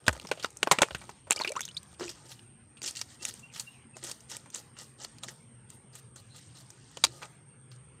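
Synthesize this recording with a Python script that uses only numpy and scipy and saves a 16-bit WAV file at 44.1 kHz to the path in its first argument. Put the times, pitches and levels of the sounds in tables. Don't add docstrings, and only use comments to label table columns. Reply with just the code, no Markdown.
import sys
import numpy as np
from scipy import signal
from scipy.fft import rfft, irfft
from scipy.io import wavfile
from scipy.ndimage import uniform_filter1d, minimum_filter1d

SR = 44100
rng = np.random.default_rng(int(sys.argv[2]) if len(sys.argv) > 2 else 0)


def waveform_to_disk(signal):
    frames = np.transpose(np.atleast_2d(signal))
    scaled = np.clip(frames, -1, 1) * 32767
    samples = np.round(scaled).astype(np.int16)
    wavfile.write(sys.argv[1], SR, samples)


N = 352800
T = np.arange(N) / SR

# (time [s], air pocket [Hz], pocket [dB], splat centre [Hz], splat [dB], spray [dB],
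#  60 dB decay [s], held to 0.003-0.09 when played)
CONTACTS = [(.0657, 530, -16.5, 3460, -12, -16, .057), (.0806, 1480, 10, 2080, 1, -3, 0.014),
            (.091, 580, -0.5, 6000, -30, -18, 0.0093), (.1276, 570, -19, 7800, -22, -19.5, 0.037),
            (.15, 796, -21.5, 3100, -30, -44, 0.031), (.1649, 580, -23, 2310, -47, -45, 0.012),
            (.1983, 570, -31, 3840, -19, -28, 0.0033), (.2488, 460, -18.5, 5550, -44, -42, 0.022),
            (.2703, 1580, -39, 5000, -19, -41, 0.019), (.2878, 810, -25, 5260, -24, -38, .033),
            (.314, 543, .5, 2590, -6, -14, 0.033), (.3739, 614, -21, 2840, -27, -45, 0.099),
            (.3966, 520, -26, 3300, -18.5, -26, 0.16), (.4262, 1530, -24, 4460, -14.5, -24, 0.1),
            (.4363, 1380, -22, 5680, -16.5, -31, 0.022), (.4449, 1240, -2, 2930, -7, -36, 0.017),
            (.457, 880, -19, 4730, -20.5, -23, .025), (.504, 1290, -51, 8100, -32, -28, 0.011),
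            (.57, 556, -53, 7160, -32, -18, 0.009), (.6296, 720, 1, 2900, 2, -4.5, 0.017),
            (.664, 1540, -19, 1810, -40, -42, .12), (.6726, 820, 1, 1850, -43, -50, 0.019),
            (.7128, 860, 9.5, 2100, 7, 1.5, 0.046), (.7194, 790, 0.5, 7500, 4, -13, 0.015),
            (.73, 674, -3.5, 3000, -26, -28, 0.052), (.7701, 840, -33, 2400, -44, -41, .013),
            (.7863, 560, -2.5, 2500, -1, -11, 0.019), (.8063, 940, -11.5, 2240, -30, -26, 0.076),
            (.8184, 590, 8, 2540, 5, 3.5, 0.03), (.8313, 760, 5, 2830, -5, -18, 0.009),
            (.8855, 850, -21, 2310, -43, -41, 0.0092), (.9077, 610, -14.5, 2920, -17.5, -43, 0.032),
            (.9477, 1540, -9.5, 2770, -11.5, -21.5, 0.034), (1.014, 1000, -22, 2270, -27, -44, 0.11),
            (1.092, 840, -16, 5030, -45, -30, 0.036), (1.2701, 570, -23.5, 2840, -53, -42, 0.081),
            (1.3014, 1380, -15, 7800, -21, -20, 0.068), (1.3078, 760, -3.5, 7360, 7.5, -0.5, 0.007),
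            (1.317, 800, -8, 2600, -1, -23, 0.014), (1.3223, 885, -20, 7650, -7, -5, .017),
            (1.328, 900, -37, 3100, -9.5, -11, 0.013), (1.361, 574, -19, 4800, -12, -16.5, 0.039),
            (1.3919, 720, -23, 4560, -20, -34, 0.081), (1.3992, 700, -9.5, 2120, -14, -35, 0.038),
            (1.4115, 955, -12, 4060, -13, -22, 0.066), (1.436, 940, -41, 3830, -16, -28, 0.0095),
            (1.4473, 1360, -10, 2370, -8.5, -41, 0.039), (1.4745, 360, -22, 2570, -8, -21, 0.064),
            (1.492, 420, -40, 4330, -18, -18, 0.011), (1.5192, 590, -32, 2230, -18, -14, 0.0066),
            (1.5538, 880, -17, 2650, -27, -41, 0.034), (1.5641, 1000, -12.5, 6700, -32, -25, 0.042),
            (1.593, 1500, -24, 2170, -20, -23, 0.018), (1.6069, 870, -18, 6500, -8.5, -33, 0.0092),
            (1.6148, 556, -35, 6440, -13, -34, .016), (1.6296, 330, -44, 3630, -17, -33, 0.09),
            (1.6524, 330, -48, 6200, -12.5, -32, 0.021), (1.6788, 1600, -30, 3700, -23, -44, 0.008),
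            (1.687, 330, -48, 2800, -22, -24, 0.022), (1.7687, 413, -48, 4200, -17, -21.5, 0.031),
            (1.8306, 328, -51, 7950, -27, -43, 0.012), (1.9964, 400, -20, 5160, -20, -30, 0.031),
            (2.0085, 393, -12, 3080, -36, -26, 0.063), (2.0295, 413, -14, 3000, -19, -33, 0.14),
            (2.092, 328, -26, 5060, -13.5, -22, .061), (2.3925, 367, -44.5, 2960, -28.5, -45, 0.012),
            (2.77, 594, -39, 2750, -28.5, -43, 0.096), (2.8176, 391, -27, 4770, -18, -25, 0.014),
            (2.8279, 366, -37, 6400, -16.5, -14, .12), (2.8599, 330, -30, 5300, -8, -14, 0.11),
            (2.8763, 330, -37, 4500, -8.5, -11, 0.063), (2.9095, 970, -52, 8050, -33, -15.5, .008),
            (2.9526, 860, -55, 4700, -22, -33, 0.0095), (2.969, 734, -49, 4600, -16, -16, 0.084),
            (3.014, 1110, -19.5, 4950, -7, -16.5, 0.016), (3.2517, 1210, -24.5, 6030, -7, -6.5, 0.0079),
            (3.3092, 1530, -46, 4500, -23, -31, 0.011), (3.3393, 357, -37, 8100, -22.5, -19, 0.0061),
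            (3.3936, 340, -52, 7040, -27.5, -31, 0.032), (3.5588, 1310, -26, 5400, -22, -24, 0.078),
            (3.5966, 830, -28.5, 4440, -12, -9, 0.042), (3.9672, 626, -23, 7140, -26, -25.5, .017),
            (4.0382, 560, -24.5, 8300, -13.5, -16, 0.12), (4.0873, 337, -25.5, 6400, -28, -19, 0.069),
            (4.114, 397, -28.5, 4900, -14, -13, 0.019), (4.205, 600, -48, 5940, -33, -32, 0.02),
            (4.2972, 440, -43, 7360, -20, -31, .058), (4.315, 1420, -26, 5540, -15.5, -28, 0.27),
            (4.3672, 546, -31.5, 8160, -14, -23, .014), (4.4592, 730, -29, 2270, -40, -37, 0.038),
            (4.502, 600, -48, 6400, -26, -37, .015), (4.5471, 480, -28, 7140, -41, -9.5, 0.0022),
            (4.5571, 1220, -23.5, 7600, -20, -15.5, 0.029), (4.7666, 1260, -29, 2860, -29.5, -41, 0.11),
            (5.0477, 580, -23.5, 4570, -14, -26, .012), (5.1839, 637, -43, 4500, -28.5, -34, 0.02),
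            (5.2341, 1280, -23.5, 3660, -15, -17, 0.022), (5.2844, 1537, -21, 1943, -21.5, -33, 0.035),
            (5.7023, 1210, -42.5, 7900, -24, -29.5, .011), (5.9526, 1236, -33.5, 7940, -20.5, -32.5, 0.039),
            (6.1595, 1430, -31.5, 7520, -26, -23.5, 0.058), (6.703, 616, -35.5, 6150, -29.5, -25, .016),
            (6.913, 540, -42, 7330, -34, -49, 0.021), (6.9709, 530, -18, 3000, -17.5, -20.5, .019),
            (7.0387, 1100, 0, 3840, 8.5, 3.5, 0.022), (7.045, 800, -11, 3830, -9, -1, 0.0096),
            (7.049, 900, -11, 4670, 1.5, -18, 0.0077), (7.0672, 330, -23, 4900, -18, -47, 0.011),
            (7.2173, 1010, -23, 2270, -30, -42, 0.029), (7.2238, 1060, -18, 2140, -22, -26, .11),
            (7.23, 1100, -24, 2600, -19.5, -39, 0.032), (7.254, 914, -33.5, 3430, -42, -28.5, 0.027),
            (7.715, 1216, -34.5, 4500, -28.5, -64, .06)]
# (time [s], first pitch [Hz], settled pitch [Hz], level [dB], 60 dB decay [s])
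BOARD_THUMPS = [(0.079, 151, 64, -24.5, 0.19), (0.244, 212, 174, -38.5, 0.061),
                (0.312, 149, 100, -47, 0.051), (0.634, 221, 170, -38.5, 0.072),
                (0.717, 197, 121, -24, 0.045), (0.784, 228, 180, -31, .05), (0.817, 296, 236, -20.5, 0.03),
                (0.916, 90, 64.6, -45, 0.41), (0.948, 175, 70, -35.5, 0.061), (2.071, 89, 70, -52, 0.12),
                (7.041, 120, 70.5, -55, 0.53)]
# (time [s], level [dB])
SKIN_SLIDING = [(0, -73.5), (.12, -56), (0.281, -63), (.43, -65), (.55, -65.5), (.7, -62.5), (.9, -57.5),
                (1.0, -61.5), (1.1, -58), (1.15, -94), (1.25, -106), (1.36, -48.5), (1.62, -73), (1.8, -74),
                (1.95, -64)]
# (time [s], length [s], first pitch [Hz], last pitch [Hz], level [dB])
WATER_BUBBLES = [(1.361, 0.0041, 4950, 5060, -26), (1.368, 0.016, 2250, 2480, -38),
                 (1.379, 0.0068, 2800, 3120, -34), (1.391, 0.0045, 4840, 4800, -28.5),
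                 (1.411, 0.0083, 890, 1010, -25), (1.418, 0.004, 4350, 4200, -20),
                 (1.436, 0.0042, 4050, 3820, -33), (1.447, 0.0046, 2500, 2600, -24.5),
                 (1.47, 0.061, 314.5, 660, -38.5), (1.504, 0.014, 540, 640, -34),
                 (1.521, 0.01, 590, 624, -34), (1.476, 0.01, 2810, 3000, -26.5),
                 (1.476, 0.0037, 4970, 4930, -27), (1.492, .006, 4090, 4370, -44),
                 (1.52, 0.0081, 2160, 2380, -35), (1.555, 0.019, 2560, 3320, -42.5),
                 (1.568, 0.014, 3220, 5530, -44), (1.564, 0.022, 987, 1440, -26.5),
                 (1.563, 0.0043, 5730, 6100, -33), (1.566, .014, 6670, 7850, -41),
                 (1.592, 0.011, 1400, 1600, -38), (1.594, 0.0071, 1680, 2600, -51),
                 (1.606, 0.0099, 2010, 2450, -40), (1.618, 0.008, 3520, 3470, -36),
                 (1.631, 0.0066, 3600, 3550, -46), (1.688, 0.023, 2930, 3040, -46),
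                 (1.711, 0.0077, 2980, 6160, -45), (1.747, 0.0071, 5030, 4940, -44),
                 (1.767, 0.017, 3430, 4900, -28.5)]
# (time [s], length [s], rasp at start [dB], rasp at end [dB], board at start [dB],
#  top at end [dB], hollow note at start [dB])
BLADE_STROKES = [(2.009, 0.11, -37, -41.5, -63, -56, -31), (2.155, 0.17, -62, -80, -67, -94, -85),
                 (2.26, 0.067, -54.5, -40, -60, -49, -60), (2.84, 0.071, -30.5, -41.5, -53, -52, -40.5),
                 (2.959, 0.065, -38, -41, -67, -51, -80), (3.092, 0.057, -58, -53, -79, -69, -85),
                 (3.22, 0.078, -40, -32.5, -50, -40, -48), (3.336, 0.04, -68, -55, -75, -74, -80),
                 (3.539, 0.071, -42.5, -39.5, -58, -41, -66), (3.965, 0.024, -54, -52, -61, -75, -46.5),
                 (4.033, 0.082, -36, -37, -50, -44, -45), (4.307, 0.058, -38, -38.5, -53, -55, -51),
                 (4.545, 0.056, -34, -45, -51.5, -51, -55), (4.786, 0.047, -41, -41, -51.5, -48.5, -86),
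                 (5.001, 0.047, -42.5, -40, -47, -63, -90), (5.238, 0.011, -43, -42, -45, -77, -70),
                 (5.286, 0.026, -36, -53, -55, -53, -49), (5.697, 0.057, -65, -70, -79, -66, -79),
                 (5.935, 0.057, -59.5, -55.5, -67.5, -60.5, -83), (6.159, 0.044, -65, -62, -69, -66, -71),
                 (6.223, 0.11, -76, -72, -93, -95, -83), (6.35, 0.035, -56, -49, -62, -59, -78),
                 (6.412, 0.12, -66, -67, -90, -99, -76), (6.623, 0.42, -71.5, -58.5, -81, -106, -91),
                 (7.12, 0.11, -70, -61, -65, -71, -71), (6.554, 0.053, -55, -50, -64, -58, -81),
                 (7.06, 0.12, -58, -66, -76, -70, -52), (7.23, 0.027, -58, -54, -50, -76, -70),
                 (7.712, 0.052, -71, -68, -83, -91, -88)]
# (frequency [Hz], relative level [dB per Hz])
RASP_COLOUR = [(760, -51.5), (1300, -7), (1920, -3), (2390, -16), (2960, -3), (3250, -5), (4610, -2),
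               (8180, -2.5), (9500, -19), (12400, -28.5), (20900, -120)]
# (frequency [Hz], relative level [dB per Hz])
TOP_COLOUR = [(8600, -30), (9600, 0), (11500, -5), (13500, -8), (16000, -11)]
# (centre [Hz], width [Hz], relative level [dB])
BOARD_MODES = [(520, 90, 1), (864, 120, 0), (1000, 40, -11.5), (1233, 26, 8)]
# (delay [s], level [dB])
NEARBY_ECHOES = [(.0021, -18), (.0047, -24), (.011, -26)]
# (time [s], length [s], first pitch [Hz], last pitch [Hz], level [dB])
BIRD_PEEPS = [(2.98, 0.036, 2700, 2860, -51.5), (3.195, 0.04, 2640, 2790, -48.5),
              (3.425, 0.049, 2710, 2780, -46.5), (3.665, 0.036, 2750, 2790, -46),
              (3.7, 0.02, 2820, 2820, -56), (3.93, 0.03, 2680, 2560, -52.5)]
# (time [s], length [s], first pitch [Hz], last pitch [Hz], level [dB])
HOARSE_CHIRRS = [(3.48, 0.067, 3000, 2130, -54.5), (3.71, 0.07, 3000, 2500, -54),
                 (3.76, 0.11, 2530, 2210, -61), (3.8, 0.055, 2980, 2960, -62),
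                 (6.16, 0.05, 4180, 4250, -54), (6.285, 0.11, 4020, 4260, -55.5),
                 (6.55, 0.046, 4100, 4030, -50.5)]
# (time [s], level [dB])
MOTOR_LEVEL = [(0, -66.5), (3, -63), (6, -61), (8, -57)]
# (frequency [Hz], relative level [dB per Hz])
RUMBLE_COLOUR = [(12, -40.5), (20, -41), (53, -10.5), (101, -2), (129, 0), (238, -10), (451, -13.5),
                 (600, -67), (780, -54.5), (1320, -120)]
# (level in a pause [dB], level during full work [dB])
HISS_LEVELS = [(-68, -65.5), (-81, -69), (-99, -83)]
# (frequency [Hz], relative level [dB per Hz])
HISS_MIDDLE = [(430, 0), (620, -4), (850, 0), (1800, -4), (3500, -8)]
HISS_TREBLE = [(3500, 0), (5500, -1.5), (8300, -1.5)]
HISS_TOP = [(9200, -1.5), (11500, -5), (15800, -8)]

GURGLE_S = (1.34, 1.8)
CATCH_DB, CATCH_SPREAD_DB = 15.5, 6.5
DROPLET_DB, DROPLET_SPREAD_DB = 27.5, 1
SLIDING_LOW_DB, SLIDING_TOP_DB, SLIDING_HOLLOW_DB = -2, -13.5, -8.5
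BITE_DB_PER_S, LIFT_DB_PER_S = 1502.5, 1118
BOARD_RISE_DB, TOP_RISE_DB, HOLLOW_FADE_DB = 1.5, 19.5, 16.5
RUSTLE_DB, RUSTLE_FADE_DB_PER_S = -20, 150
LIGHT_DB, FIRM_DB, LIGHT_BED, FIRM_BED = -62, -50, 3.0, .55
SCALE_HZ, SCALE_CYCLES, SCALE_SHARE = (1940, 7870), 7.5, 0.31
HOLLOW_HZ, HOLLOW_WIDTH_HZ = 350, 30
CICADA_HZ, CICADA_WIDTH_HZ, CICADA_DB = 8670, 640, -64
MOTOR_HZ, MOTOR_WIDTH_HZ = 125, 12
WHINE_S, WHINE_HZ, WHINE_DB, WHINE_WAVER = (2.4, 5.8), 230, -67.5, .025
RUMBLE_DB = -60
WORK_DB, WORK_RANGE_DB = -60, 17
HOLD_S, SINK_DB_PER_S = 0.063, 130
CUTOFF_HZ = 16700


def hits(rows, pocket_cycles, splat_cycles, crack_s):
    out, t = np.zeros(N + 4096), np.arange(4096) / SR
    noises = rng.standard_normal((len(rows), 3, 4096))
    for (s, pocket_hz, pocket_db, splat_hz, splat_db, spray_db, t60), noise in zip(rows, noises):
        dying = np.minimum(t / 0.00049, 1) * amp(-60 * t / np.clip(t60, .003, .09))
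        crack = dying * (1 + 0.28 * np.exp(-t / crack_s))
        trickle = 0.087 * dying ** 0.22
        thud, wet, fine = noise * (crack + trickle)
        pocket = .4 * band(thud, 250, 1600) + resonate(thud, pocket_hz, pocket_hz / pocket_cycles)
        splash = .08 if GURGLE_S[0] < s < GURGLE_S[1] else .25
        splat = splash * band(wet, 2400, 4500) + resonate(wet, splat_hz, splat_hz / splat_cycles)
        spray = band(fine, 6000, 9200, order=3) + .09 * band(fine, 9000, 14000)
        at = round(s * SR)
        for part, level_db in ((pocket, pocket_db), (splat, splat_db), (spray, spray_db)):
            out[at:at + 4096] += amp(level_db) * part / np.linalg.norm(part)
    return out[:N]


def small_contacts(count):
    s, length, first_db, last_db = np.repeat(BLADE_STROKES, 2, axis=0).T[:4]
    slid_s, slid_db = np.transpose(SKIN_SLIDING)
    catches = len(s)
    draw = rng.random((catches + count, 4))
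    odds = rng.standard_normal((catches + count, 3))
    u = draw[:catches, 0]
    drops = slid_s[-1] * draw[catches:, 0]
    catch_db = first_db + (last_db - first_db) * u + CATCH_DB
    drop_db = np.interp(drops, slid_s, slid_db) + DROPLET_DB
    spread_db = np.r_[np.full(catches, CATCH_SPREAD_DB), np.full(count, DROPLET_SPREAD_DB)]
    parts_db = np.r_[catch_db, drop_db] + spread_db * odds.T + [[-12], [0], [-7]]
    pocket_db, splat_db, spray_db = parts_db
    times = np.r_[s + length * u, drops]
    pocket_hz, splat_hz = 350 * 4.0 ** draw[:, 1], 2400 * 3.6 ** draw[:, 2]
    t60 = 0.02 * 4.5 ** draw[:, 3]
    return np.transpose([times, pocket_hz, pocket_db, splat_hz, splat_db, spray_db, t60])


def thumps(settle_s):
    out, t = np.zeros(N), np.arange(SR // 2) / SR
    for s, first_hz, last_hz, level_db, t60 in BOARD_THUMPS:
        hz = last_hz + (first_hz - last_hz) * np.exp(-t / settle_s)
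        at = round(s * SR)
        out[at:at + len(t)] += amp(level_db - 60 * t / t60) * np.sin(2 * np.pi * np.cumsum(hz) / SR)
    return out


def strokes():
    out = np.zeros((4, N))
    for s, length, first_db, last_db, board_db, top_db, hollow_db in BLADE_STROKES:
        near = slice(round((s - .05) * SR), round((s + length + .25) * SR))
        t = T[near] - s
        u = np.clip(t / length, 0, 1)
        after = np.maximum(t - length, 0)
        bite_db = BITE_DB_PER_S * np.minimum(t, 0)
        rustle_db = RUSTLE_DB - RUSTLE_FADE_DB_PER_S * after
        lift_db = np.maximum(-LIFT_DB_PER_S * after, rustle_db)
        levels_db = np.array([first_db + (last_db - first_db) * u,
                              board_db + BOARD_RISE_DB * u,
                              top_db - TOP_RISE_DB * (1 - u),
                              hollow_db - HOLLOW_FADE_DB * u])
        out[:, near] += amp(bite_db + lift_db + levels_db)
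    return out


def rubbing(levels, clicks):
    rasp, low, top, hollow = levels
    board = 0
    for k, (hz, width_hz, level_db) in enumerate(BOARD_MODES):
        board = board + (-1) ** k * amp(level_db) * resonate(clicks, hz, width_hz)
    note = resonate(clicks, HOLLOW_HZ, HOLLOW_WIDTH_HZ)
    ringing = rms_one(scales(clicks, count=16))
    bright = shaped((1 - SCALE_SHARE) * rms_one(clicks) + SCALE_SHARE * ringing, RASP_COLOUR)
    return rasp * bright + low * rms_one(board) + top * shaped(clicks, TOP_COLOUR) + hollow * rms_one(note)


def scales(clicks, count):
    dealt = np.repeat(rng.integers(0, count, N // 100 + 1), 100)[:N]
    out = 0
    for k, hz in enumerate(np.geomspace(*SCALE_HZ, count)):
        out = out + resonate(clicks * (dealt == k) + 1e-18, hz, hz / SCALE_CYCLES)
    return out


def grains(per_s, spread_db, bed):
    sizes = amp(spread_db * np.minimum(rng.exponential(1, N), 3.0))
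    born = sizes * (rng.random(N) < per_s * amp(2.0 * drift(60)) / SR)
    fizz = signal.lfilter([1], [1, -.85], born)
    return (fizz + bed) * rng.standard_normal(N)


def glides(rows, rise, fall):
    out = np.zeros(N)
    for s, length, first_hz, last_hz, level_db in rows:
        u = np.arange(round(length * SR)) / (length * SR)
        phase = 2 * np.pi * np.cumsum(first_hz * (last_hz / first_hz) ** u) / SR
        envelope = np.minimum(u / rise, 1) * (1 - u) ** fall
        at = round(s * SR)
        out[at:at + len(u)] += amp(level_db) * envelope * np.sin(phase)
    return out


def outdoors(x):
    back, dull = np.zeros(N), band(x, 200, 4900, order=1)
    for s, level_db in NEARBY_ECHOES:
        lag = round(s * SR)
        back[lag:] += amp(level_db) * dull[:N - lag]
    return x + back


def bird():
    peeps = glides(BIRD_PEEPS, rise=.4, fall=.4) * amp(2.0 * drift(40))
    return peeps + glides(HOARSE_CHIRRS, rise=.3, fall=.5) * drift(260)


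def cicadas():
    half_hz = CICADA_WIDTH_HZ / 2
    chorus = band(rng.standard_normal(N), CICADA_HZ - half_hz, CICADA_HZ + half_hz, order=5)
    return amp(CICADA_DB + 1.5 * drift(4)) * rms_one(chorus)


def motor():
    narrow = resonate(rng.standard_normal(N), MOTOR_HZ, MOTOR_WIDTH_HZ)
    return level_curve(MOTOR_LEVEL) * rms_one(resonate(narrow, MOTOR_HZ, 3 * MOTOR_WIDTH_HZ))


def whine():
    tone = np.sin(2 * np.pi * np.cumsum(WHINE_HZ * (1 + WHINE_WAVER * drift(2.95))) / SR)
    return tone * level_curve([(s, WHINE_DB) for s in WHINE_S]) * amp(5.5 * drift(45))


def rumble():
    return amp(RUMBLE_DB) * coloured(RUMBLE_COLOUR, patchy_db=4.0, rate=2.1)


def hiss(work):
    middle, treble, top = (amp(rest_db + (work_db - rest_db) * work) for rest_db, work_db in HISS_LEVELS)
    out = middle * coloured(HISS_MIDDLE, patchy_db=5, rate=7, count=7)
    out += treble * coloured(HISS_TREBLE, patchy_db=5, rate=7, count=12)
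    out += treble * band(grains(per_s=8.3, spread_db=4.0, bed=0), 2500, 9800, order=1)
    return out + top * coloured(HISS_TOP, patchy_db=6.0, rate=12)


def busy(near):
    level_db = 10 * np.log10(uniform_filter1d(near ** 2, size=400) + 1e-12)
    half = round(HOLD_S * SR / 2)
    delayed_db = np.r_[np.full(half, -120.), level_db]
    peak_db = -minimum_filter1d(-delayed_db, size=2 * half + 1)[:N]
    held_db = np.maximum.accumulate(peak_db + SINK_DB_PER_S * T) - SINK_DB_PER_S * T
    return uniform_filter1d(np.clip((held_db - WORK_DB) / WORK_RANGE_DB, 0, 1), size=900)


def amp(db):
    return 10 ** (np.asarray(db) / 20)


def rms_one(x):
    return x / np.sqrt(np.mean(x ** 2) + 1e-20)


def level_curve(rows):
    s, level_db = np.transpose(rows)
    fade = np.clip(np.minimum(T - s[0], s[-1] - T) / .008, 0, 1)
    return fade * amp(np.interp(T, s, level_db))


def band(x, low_hz, high_hz, order=2):
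    return signal.sosfilt(signal.butter(order, [low_hz, high_hz], "band", fs=SR, output="sos"), x)


def resonate(x, hz, width_hz):
    r = np.exp(-np.pi * width_hz / SR)
    gain = (1 - r * r) / 2
    return signal.lfilter([gain, 0, -gain], [1, -2 * r * np.cos(2 * np.pi * hz / SR), r * r], x)


def drift(rate):
    r = np.exp(-80 * np.pi * rate / SR)
    slow = signal.lfilter([1], [1, -2 * r, r * r], rng.standard_normal(N // 40 + 2002))[2000:]
    return np.interp(np.arange(N) / 40, np.arange(len(slow)), rms_one(slow))


def coloured(spectrum, patchy_db, rate, count=3):
    noise = rng.standard_normal((2, N))
    hz, level_db = np.transpose(spectrum)
    edges = np.geomspace(hz[0], hz[-1], int(count * np.log2(hz[-1] / hz[0])) + 1)
    out = 0
    for k, (low, high) in enumerate(zip(edges, edges[1:])):
        centre_db = np.interp(np.log(low * high) / 2, np.log(hz), level_db)
        flicker_db = patchy_db * np.minimum(drift(rate), 1)
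        out = out + amp(centre_db + flicker_db) * band(noise[k % 2], low, high)
    return rms_one(out)


def shaped(x, spectrum):
    hz, level_db = np.transpose(spectrum)
    bins = np.arange(1, N // 2 + 2) * SR / N
    return rms_one(irfft(rfft(x) * amp(np.interp(np.log(bins), np.log(hz), level_db)), N))


def scene():
    contacts = np.r_[CONTACTS, small_contacts(count=22)]
    near = hits(contacts, pocket_cycles=4.0, splat_cycles=7.0, crack_s=.0006)
    near += thumps(settle_s=.012)
    blade = strokes()
    bed = np.interp(blade[0], amp([LIGHT_DB, FIRM_DB]), [LIGHT_BED, FIRM_BED])
    near += rubbing(blade, grains(per_s=1200, spread_db=5.2, bed=bed))
    balance = amp([[0], [SLIDING_LOW_DB], [SLIDING_TOP_DB], [SLIDING_HOLLOW_DB]])
    sliding = level_curve(SKIN_SLIDING) * balance
    near += rubbing(sliding, grains(per_s=700, spread_db=8.0, bed=0.23))
    near += glides(WATER_BUBBLES, rise=0.05, fall=0.66)
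    yard = cicadas() + motor() + whine() + rumble() + hiss(busy(near))
    return (outdoors(near) + bird() + yard)[None]


def record(dry):
    bass_cut = signal.sosfilt(signal.butter(2, 45, "high", fs=SR, output="sos"), dry)
    return signal.sosfilt(signal.cheby2(12, 70, CUTOFF_HZ, fs=SR, output="sos"), bass_cut)


dry = scene()
out = record(dry)
waveform_to_disk(out)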